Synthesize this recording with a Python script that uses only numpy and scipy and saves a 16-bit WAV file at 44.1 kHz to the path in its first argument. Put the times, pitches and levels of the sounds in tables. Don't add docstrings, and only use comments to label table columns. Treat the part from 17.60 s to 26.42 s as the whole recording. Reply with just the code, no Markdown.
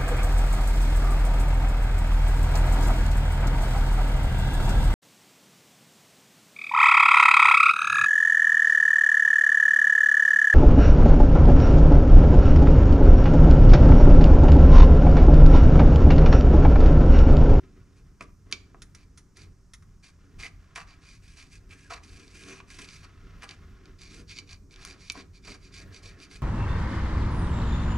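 import sys
import numpy as np
from scipy import signal
from scipy.fft import rfft, irfft
from scipy.io import wavfile
from scipy.ndimage import uniform_filter1d, map_coordinates

SR = 44100
rng = np.random.default_rng(int(sys.argv[2]) if len(sys.argv) > 2 else 0)


def to_wav(s):
    ch = np.atleast_2d(s).T
    pcm = np.round(np.clip(ch, -1, 1) * 32767)
    wavfile.write(sys.argv[1], SR, pcm.astype(np.int16))


N = 388962
TIME = np.arange(N) / SR
FREQ = np.maximum(np.arange(N // 2 + 1) * SR / N, 1)
BINS = np.maximum(np.fft.rfftfreq(8192, 1 / SR), 1)
TOP_HZ = 15400

# f/Hz, level/dB
AIR_EQ = [(20, -4), (54, -7), (92, -3), (183, -6), (457, -28.5), (841, -29.5), (1210, -26.5), (2410, -41.5),
          (2770, -55), (5690, -29.5), (9900, -42.5), (15000, -64.5)]
RUMBLE_EQ = [(15, -20), (27, 0.5), (50, 0.5), (65, -7), (92, 0.5), (112, -11.5), (160, -10.5), (260, -25.5),
             (700, -57.5)]
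# t/s, muffled rub/dB, dry brush/dB
HAND_SLIDES = [(0.0, -60, -70), (0.22, -66, -71.5), (0.55, -69, -76), (0.82, -72.5, -79.5),
               (1.15, -64, -72.5), (1.52, -68.5, -78.5), (2.13, -75, -80), (3.319, -71, -66),
               (3.928, -68.5, -75), (5.03, -59.5, -68.5), (5.31, -65.5, -62), (6.15, -63, -64),
               (7.06, -66, -86.5), (7.17, -61.5, -60.5), (7.39, -78, -66.5), (7.7, -67.5, -78.5),
               (8.0, -62, -68.5), (8.47, -61, -63.5), (8.82, -59.5, -66)]
# t/s, length/s, level/dB
GRIP_SHIFTS = [(0.589, 0.062, -49), (0.847, 0.13, -57), (1.745, 0.15, -60), (2.593, 0.32, -60.5),
               (4.423, 0.22, -60), (4.794, 0.17, -52.5), (5.177, 0.058, -48), (6.495, 0.15, -57),
               (6.715, 0.14, -59.5), (7.257, 0.16, -57.5), (7.532, 0.089, -48), (7.845, 0.12, -50)]
# t/s, length/s, rasp/dB, blade ring over rasp/dB, depth of cut/0-1, swell/dB
SCRAPES = [ (0.356, 0.072, -72, -24, 0.45, -21), (0.618, 0.018, -56.5, -6, 0.45, -12),
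           (1.358, 0.079, -73.5, 6.5, 0.7, 3), (1.751, 0.093, -63, 5, 0.38, 0),
           (2.425, 0.066, -60.5, 0.5, 0.4, -3), (2.782, 0.09, -52, 2.5, 0.63, 4),
           (3.15, 0.033, -45.5, -12, 0.66, 6), (3.193, 0.033, -62, 7.5, 1, 2),
           (3.268, 0.08, -71, 9.5, 0.89, -7), (3.404, .17, -62.5, 2, 0, -1),
           (3.612, 0.17, -63.5, -4, 0.1, 0), (3.764, 0.13, -60, 1, 0.5, -23),
           (3.895, 0.079, -58.5, -3.5, 0, 0), (4.08, 0.059, -60, -22, 0.5, 15),
           (4.136, 0.15, -63.5, -27, 0.04, 3), (4.298, 0.042, -51, 4.5, 0.84, -2.5),
           (4.355, 0.021, -65, 9, 1, 4), (4.42, 0.37, -61, -2.5, 0.35, -9),
           (4.718, 0.17, -56.5, -19, 0.2, 5), (4.869, 0.13, -57, -3, 0.62, -7),
           (5.068, 0.11, -55, -5, 0.28, 4.5), (5.179, 0.081, -52.5, -10, 0.27, -7),
           (5.268, 0.18, -59.5, 3, 0.2, -18), (5.427, 0.011, -60, 4, 0.88, 22),
           (5.808, 0.033, -53.5, 1, 0.88, 27), (5.87, 0.073, -63, 1.5, 0.82, 6),
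           (6.38, 0.14, -62, 6.5, 0.47, -3), (6.486, 0.13, -59, 0, 0.15, 0),
           (6.665, 0.056, -57.5, 8.5, 0, 12), (6.729, 0.064, -64, 17, 0, 10),
           (6.865, 0.078, -60, 8, 0.59, 17), (7.099, 0.032, -63, 3, 0.3, 18),
           (7.143, 0.094, -62.5, 6, 0.65, 27), (7.244, 0.095, -57, 5, 0.49, -6),
           (7.367, 0.14, -63, 6.5, 0, 0), (7.545, 0.063, -60.5, 9, 0.8, 2),
           (7.725, 0.058, -68.5, 8.5, 0, -7), (7.819, 0.05, -60.5, 7, 0.6, 21),
           (7.869, 0.086, -56.5, 6.5, 0.66, -7), (7.995, 0.083, -67, 7.5, 0, 7),
           (8.114, 0.05, -58.5, 6.5, 0.17, 4), (8.153, 0.075, -58, 3.5, 0.43, -1),
           (8.315, 0.072, -59.5, 5, 0.35, 1), (8.42, 0.12, -59.5, 4.5, 0, -21),
           (8.566, 0.08, -59, 4, 0.2, 21), (8.696, 0.078, -56, 0.5, 0.34, -2)]
# t/s, level/dB, tilt/(dB per octave), rattle decay/s
TOOL_KNOCKS = [(0.6086, -13, -3, 0.028), (1.146, -26, -10.5, 0.0035), (3.179, -16, -3.5, 0.0074),
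               (3.185, -19, -3, 0.0036), (4.3062, -16.5, -11.5, 0.044), (4.319, -17, -5, 0.064),
               (5.003, -22.5, -12, 0.0089), (5.842, -28, 2.5, .008), (7.553, -20.5, -16, 0.059),
               (7.877, -23.5, -14, 0.053)]
# t/s, level/dB, tilt/(dB per octave), crackle decay/s
FLAKE_SNAPS = [(0.913, -22.5, -4, 0.051), (1.219, -19, -3, .055), (1.348, -23.5, -3.5, 0.05),
               (1.574, -24.5, -1.5, 0.093), (1.769, -27.5, -2.5, 0.041), (2.1348, -20.5, -2, 0.061),
               (2.223, -36, -5.5, .05), (5.188, -19, -4.5, 0.052), (7.2501, -15.5, -1, 0.0062),
               (7.52, -21, 3.5, 0.023)]
# t/s, level/dB, chatter decay/s
EDGE_TICKS = [(0.9249, 0, 0.073), (2.802, -27, .008), (2.8274, -22, 0.008), (2.865, -23, 0.0088),
              (4.679, -29.5, 0.014), (4.836, -27, 0.015), (4.885, -38, .012), (5.002, -32, 0.0082),
              (5.244, -24, .006), (5.288, -22.5, 0.011), (5.891, -17.5, 0.0091), (5.9101, -20.5, 0.009),
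              (6.256, -29.5, 0.054), (6.695, -24.5, 0.014), (6.769, -22, .01), (6.778, -23, .01),
              (6.7866, -13.5, 0.0039), (6.892, -26, .01), (7.109, -33.5, .008), (7.14, -28.5, .008),
              (7.16, -26, .008), (7.309, -23, 0.0089), (7.499, -4, 0.0058), (7.876, -29, .008),
              (8.166, -25, 0.0072), (8.345, -26, 0.0087), (8.49, -30, .008), (8.6012, -29, .008)]
# t/s, length/s, start f/Hz, width/Hz, level/dB, glide/(octaves/s)
SQUEAKS_AND_SWISHES = [(2.825, 0.04, 2090, 350, -43, 1), (3.16, .028, 1040, 120, -49, -0.5),
                       (4.103, 0.027, 2440, 650, -52, -2), (4.149, 0.2, 1800, 200, -66.5, -1.1),
                       (4.295, .026, 1240, 120, -49.5, -0.5), (4.73, 0.28, 2400, 220, -58, 0.26),
                       (4.865, 0.097, 6300, 300, -58, -1), (5.15, 0.11, 2510, 170, -59.5, 0),
                       (6.697, 0.028, 2470, 230, -49.5, -1), (8.204, 0.12, 2020, 350, -64, -2.4),
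                       (8.457, 0.14, 2120, 350, -65.5, -2), (8.18, 0.44, 470, 160, -66, -0.6)]
# f/Hz, width/Hz, level/dB
COVER_MODES = [(174, 47, -1.5), (278.3, 40, 1), (378, 42, -3), (493, 100, -11.5)]
EDGE_MODES = [(1138, 49, -4), (1648, 86, 3.5), (2190, 430, 1), (2466, 110, 9), (4570, 200, -7),
              (6070, 250, 1.5), (6920, 85, -11.5), (7780, 130, 0.5), (9430, 1540, -7.5)]
BLADE_MODES = [(2200, 96, -2), (2316, 65, 0.5), (2430, 37, -2), (2480, 50, -2.5), (3010, 78, -6.5),
               (3600, 160, -3), (4040, 140, -2), (4607, 315, -1), (5780, 160, -4), (6850, 280, -10.5)]
CASTING_MODES = [(430, 180, -7.5), (691, 79, -3.5), (758, 66, -1), (984, 60, -2), (1166, 88, 6),
                 (1254, 71, 0), (1593, 120, 4), (1915, 145, 3), (2480, 447, 2)]
# f/Hz, level/dB
SKIN_EQ = [(300, -0.5), (750, -5), (880, -8), (1150, 3), (1700, 2), (2300, -2), (3200, -6), (6000, -13),
           (10000, -45.5)]
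RASP_EQ = [(400, -30), (900, -23), (1300, -9.5), (2400, 1), (2780, 5), (3300, 1.5), (5000, 4), (10000, -7),
           (11300, -18), (15000, -38)]
CRUMB_EQ = [(3000, -52), (6000, 19), (8500, -1), (12500, -8), (15000, -21)]
FLAKE_EQ = [(800, -23.5), (1200, 1), (1450, -6.5), (2000, 2.5), (2700, -7), (3600, -0.5), (4800, -1.5),
            (6000, 6.5), (8000, -5.5), (10000, 0.5), (11500, -17.5), (15000, -28)]
CRACK_EQ = [(300, -9.5), (600, -37), (900, -18.5), (1150, -4.5), (1800, -1), (3500, 12.5), (6500, -1.5),
            (8500, 0.5), (11000, -60), (13000, -85)]
# f/Hz, left minus right/dB
PORT_BALANCE = [(100, -.5), (1500, -.3), (3500, -1.3), (4800, -5.3), (6000, -1.2), (7600, .9), (9000, -.3),
                (12000, 2.8)]
# f/Hz, left lead/rad
PORT_LEAD = [(100, 0), (1200, -.2), (2400, -.6), (4000, -.85), (5300, -.35), (8000, -.3), (12000, -.2)]


def undb(db):
    return 10 ** (np.asarray(db) / 20)


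def unit(x):
    return x / np.sqrt(np.sum(x ** 2) + 1e-18)


def add(track, start_s, sound):
    i = max(int(start_s * SR), 0)
    track[i:i + len(sound)] += sound[:max(N - i, 0)]


def through(x, response):
    return signal.oaconvolve(x, response)[:len(x)]


def across(points, hz):
    knots, values = np.transpose(points)
    return np.interp(np.log(hz), np.log(knots), values)


def causal(gain):
    cepstrum = irfft(np.log(gain))
    log_spectrum = rfft(2 * cepstrum[:len(cepstrum) // 2], len(cepstrum))
    return unit(irfft(np.exp(log_spectrum)))


def colour(points, tilt_db=0):
    octave = np.log2(np.clip(BINS, points[0][0], points[-1][0]))
    return causal(undb(across(points, BINS) + tilt_db * octave))


def ring(modes, skirt=1.05, top_hz=9500):
    power = sum(undb(db) ** 2 / (1 + ((BINS ** 2 - hz ** 2) / (BINS * width)) ** 2) ** skirt
                for hz, width, db in modes)
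    return causal(np.sqrt(power) / np.hypot(1, (BINS / top_hz) ** 5))


def walk(rate_hz):
    hold = max(int(SR / rate_hz), 1)
    steps = np.repeat(rng.standard_normal(N // hold + 1), hold)
    wander = uniform_filter1d(steps, hold)[:N]
    return wander / wander.std()


def burst(t60, size=SR // 2):
    return unit(rng.standard_normal(size) * undb(-60 * TIME[:size] / t60))


def pressure(t, length, bite_s, release_s=0.0062):
    return (1 - np.exp(-t / bite_s)) * np.exp(-np.maximum(t - length, 0) / release_s)


def sway(x, sway_s, rate_hz=10):
    return map_coordinates(x, [(TIME + sway_s * walk(rate_hz)) * SR], order=3)


def room_tone(air_db=-61, rumble_db=-53, wander_db=3, air_side_db=-12, rumble_side_db=-19):
    wavering_db = rumble_db + wander_db * walk(12)
    out = 0
    for eq, db, side_db in ((AIR_EQ, air_db, air_side_db), (RUMBLE_EQ, wavering_db, rumble_side_db)):
        mid, side = (undb(db) * through(rng.standard_normal(N), colour(eq)) for _ in range(2))
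        out = out + np.array([mid + undb(side_db) * side, mid - undb(side_db) * side])
    return out


def hands(fibre_db=2.0, drag_db=1.2, rise_s=0.023, fall_s=0.034, shift_brush_db=-7.5):
    times, *faders_db = np.transpose(HAND_SLIDES)
    rub_gain, brush_gain = (undb(np.interp(TIME, times, db)) for db in faders_db)
    shifts = np.zeros(N)
    for start, length, db in GRIP_SHIFTS:
        add(shifts, start, undb(db) * pressure(TIME[:SR // 2], length - fall_s, rise_s, fall_s))
    pulls = undb(fibre_db * walk(150) + drag_db * walk(14))
    pulls /= np.sqrt(np.mean(pulls ** 2))
    rub = pulls * rng.standard_normal(N) * np.hypot(rub_gain, shifts)
    brush = pulls * rng.standard_normal(N) * np.hypot(brush_gain, undb(shift_brush_db) * shifts)
    towel_loss = np.hypot(1, (BINS / COVER_MODES[-1][0]) ** 3)
    muffled = causal(abs(rfft(ring(COVER_MODES))) / towel_loss)
    return through(rub, muffled) + through(brush, colour(SKIN_EQ))


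def snags(per_s=60, size=2.2, fade_s=0.0045):
    hits = (rng.random(N) < per_s / SR) * np.minimum(rng.exponential(size=N), 2)
    return size * through(hits, np.exp(-TIME[:SR // 20] / fade_s))


def judder(rate_hz=190, jitter=0.37, slip_s=0.0024):
    cycles = np.cumsum(rate_hz * np.exp(jitter * walk(rate_hz))) / SR
    jumps = np.exp(-(cycles % 1) / (rate_hz * slip_s))
    return jumps / np.sqrt(np.mean(jumps ** 2))


def scraping(slips_per_s=7000, grain=7, catch=2, catch_hz=260, drag_db=0.4, arch=7, judder_share=0.85):
    slips = rng.standard_normal((3, N)) * (rng.random(N) < slips_per_s / SR)
    roughness = grain * rng.standard_normal(N) + catch * walk(catch_hz)
    wander_db = drag_db * walk(45)
    specks, jumps = snags(), judder()
    forces = np.zeros((3, N))
    for start, length, rasp_db, ring_db, depth, swell_db in SCRAPES:
        grit = np.interp(depth, (0, 1), (0.27, 0.48))
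        casting_db = np.interp(depth, (0, 1), (-21, 11.5))
        release_s = np.interp(depth, (0, 1), (0.012, 0.0093))
        bite_s = 0.028 ** (1 - depth) * 0.0015 ** depth
        i = int(start * SR)
        t = TIME[:min(int(length * SR) + SR // 10, N - i)]
        part = slice(i, i + len(t))
        progress = np.minimum(t / length, 1)
        arch_db = arch * (1 - grit) * np.sin(np.pi * progress)
        push = pressure(t, length, bite_s, release_s)
        push *= undb(arch_db + swell_db * progress + grit * roughness[part] + wander_db[part])
        push *= 1 + grit * specks[part]
        push *= 1 + judder_share * depth * (jumps[part] - 1)
        for force, slip, db in zip(forces, slips, (0, ring_db, casting_db)):
            add(force, start, undb(rasp_db + db) * unit(slip[part] * push) * np.sqrt(length * SR))
    return forces


def gasket_rasp(force, rasp_db=-4, edge_db=-2):
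    rasp = undb(rasp_db) * abs(rfft(colour(RASP_EQ)))
    edge = undb(edge_db) * abs(rfft(ring(EDGE_MODES)))
    tearing = through(force, causal(np.hypot(rasp, edge)))
    return np.hypot(undb(rasp_db), undb(edge_db)) * sway(tearing, sway_s=0.0005)


def blade_ring(force, steel, level_db=-1, crossover_hz=3300):
    ringing = through(force, steel)
    low = signal.sosfiltfilt(signal.butter(4, crossover_hz, fs=SR, output="sos"), ringing)
    return undb(level_db) * (sway(low, sway_s=0.0003) + sway(ringing - low, sway_s=0.0007))


def casting_crunch(force, crumbs_db=-21):
    body = sway(through(force, ring(CASTING_MODES)), sway_s=0.00117)
    return body + undb(crumbs_db) * through(force, colour(CRUMB_EQ))


def tool_knocks(contact_db=-12, rattle_db_per_s=219):
    out, body = np.zeros(N), ring(CASTING_MODES)
    for start, db, tilt_db, rattle_s in TOOL_KNOCKS:
        blow = undb(rattle_db_per_s * rattle_s) * burst(rattle_s)
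        blow[0] += 1
        knock = through(blow, body) + undb(contact_db) * through(blow, colour(RASP_EQ))
        tilt = colour([(900, 0), (8000, 0)], tilt_db)
        add(out, start, undb(db) * unit(through(knock, tilt)))
    return out


def flake_snaps(attack_share=0.013):
    out = np.zeros(N)
    for start, db, tilt_db, crackle_s in FLAKE_SNAPS:
        crackle = burst(crackle_s)
        attack = 1 - np.exp(-TIME[:len(crackle)] / (attack_share * crackle_s))
        add(out, start, undb(db) * through(unit(crackle * attack), colour(FLAKE_EQ, tilt_db)))
    return out


def bending_click(spread_s=0.0026, size=2048):
    hz = np.fft.rfftfreq(size, 1 / SR)
    ring_hz = BLADE_MODES[1][0]
    dispersion = 2 * np.sqrt(ring_hz * hz) - hz * np.sqrt(ring_hz / TOP_HZ)
    fade = np.hanning(2 * size)[size:]
    return irfft(np.exp(-2j * np.pi * spread_s * dispersion)) * fade


def edge_ticks(steel, chatter_db=-9, steel_db=-3, crack_db=-8, casting_db=-19, cover_db=-22,
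               free_db=-15, free_damping=0.49):
    clicks, chatters, click = np.zeros(N), np.zeros(N), bending_click()
    for start, db, chatter_s in EDGE_TICKS:
        add(clicks, start, undb(db) * click)
        add(chatters, start, undb(db + chatter_db) * burst(chatter_s))
    layers = ((steel_db, steel), (crack_db, colour(CRACK_EQ)),
              (casting_db, ring(CASTING_MODES)), (cover_db, ring(COVER_MODES)))
    jolts = sum(undb(db) * through(clicks + chatters, body) for db, body in layers)
    free = ring([(hz, width * free_damping, db) for hz, width, db in BLADE_MODES[1:3]])
    return jolts + undb(free_db) * through(clicks, free)


def squeaks_and_swishes(judder_db=4, judder_hz=120):
    out = np.zeros(N)
    slips = rng.standard_normal(N) * undb(judder_db * walk(judder_hz))
    for start, length, hz, width, db, glide in SQUEAKS_AND_SWISHES:
        t = TIME[:int(length * SR) + SR // 20]
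        band = through(slips[int(start * SR):][:2 * len(t)], ring([(hz, width, 0)], skirt=1.14))
        gliding = map_coordinates(band, [np.cumsum(2 ** (glide * t))], order=3)
        slide = unit(gliding * pressure(t, length, bite_s=0.005))
        add(out, start, undb(db) * slide * np.sqrt(length * SR))
    return out


def workshop(x, bay_db=-11, bay_lag_s=0.0026, bay_t60_s=0.05,
             room_db=-15, room_lag_s=0.008, room_t60_s=0.32, scatter_db=-9):
    walls = colour([(200, 4), (1000, 5), (2500, -5), (6000, -7.5), (14000, -0.5)])
    bay = colour([(200, 1), (1500, 6), (4000, -4), (14000, 0.5)])
    echoes = np.zeros((3, N))
    for echo in echoes:
        add(echo, bay_lag_s, undb(bay_db) * through(burst(bay_t60_s), bay))
        add(echo, room_lag_s, undb(room_db) * through(burst(room_t60_s), walls))
    centre, *sides = echoes[:, :SR // 2]
    sheen = colour([(3000, -30.5), (9000, 1), (12000, -1)])
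    scatter = [undb(scatter_db) * through(burst(bay_t60_s), sheen) for _ in sides]
    return np.array([x + through(x, centre + side + treble) for side, treble in zip(sides, scatter)])


def scene():
    on_gasket, on_blade, on_casting = scraping()
    steel = ring(BLADE_MODES, top_hz=9200)
    gasket = gasket_rasp(on_gasket) + flake_snaps()
    blade = edge_ticks(steel) + blade_ring(on_blade, steel)
    casting = casting_crunch(on_casting) + tool_knocks()
    return workshop(gasket + blade + casting + squeaks_and_swishes() + hands()) + room_tone()


def record(dry, hiss_db=-89):
    left = undb(across(PORT_BALANCE, FREQ) / 2) * np.exp(0.5j * across(PORT_LEAD, FREQ))
    heard = irfft(rfft(dry) * np.array([left, 1 / left]), N)
    hiss = undb(hiss_db) * rng.standard_normal((2, N))
    high_cut = signal.ellip(8, 0.2, 70, TOP_HZ, fs=SR, output="sos")
    return signal.sosfilt(high_cut, heard + hiss, axis=-1)


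dry = scene()
out = record(dry)
to_wav(out)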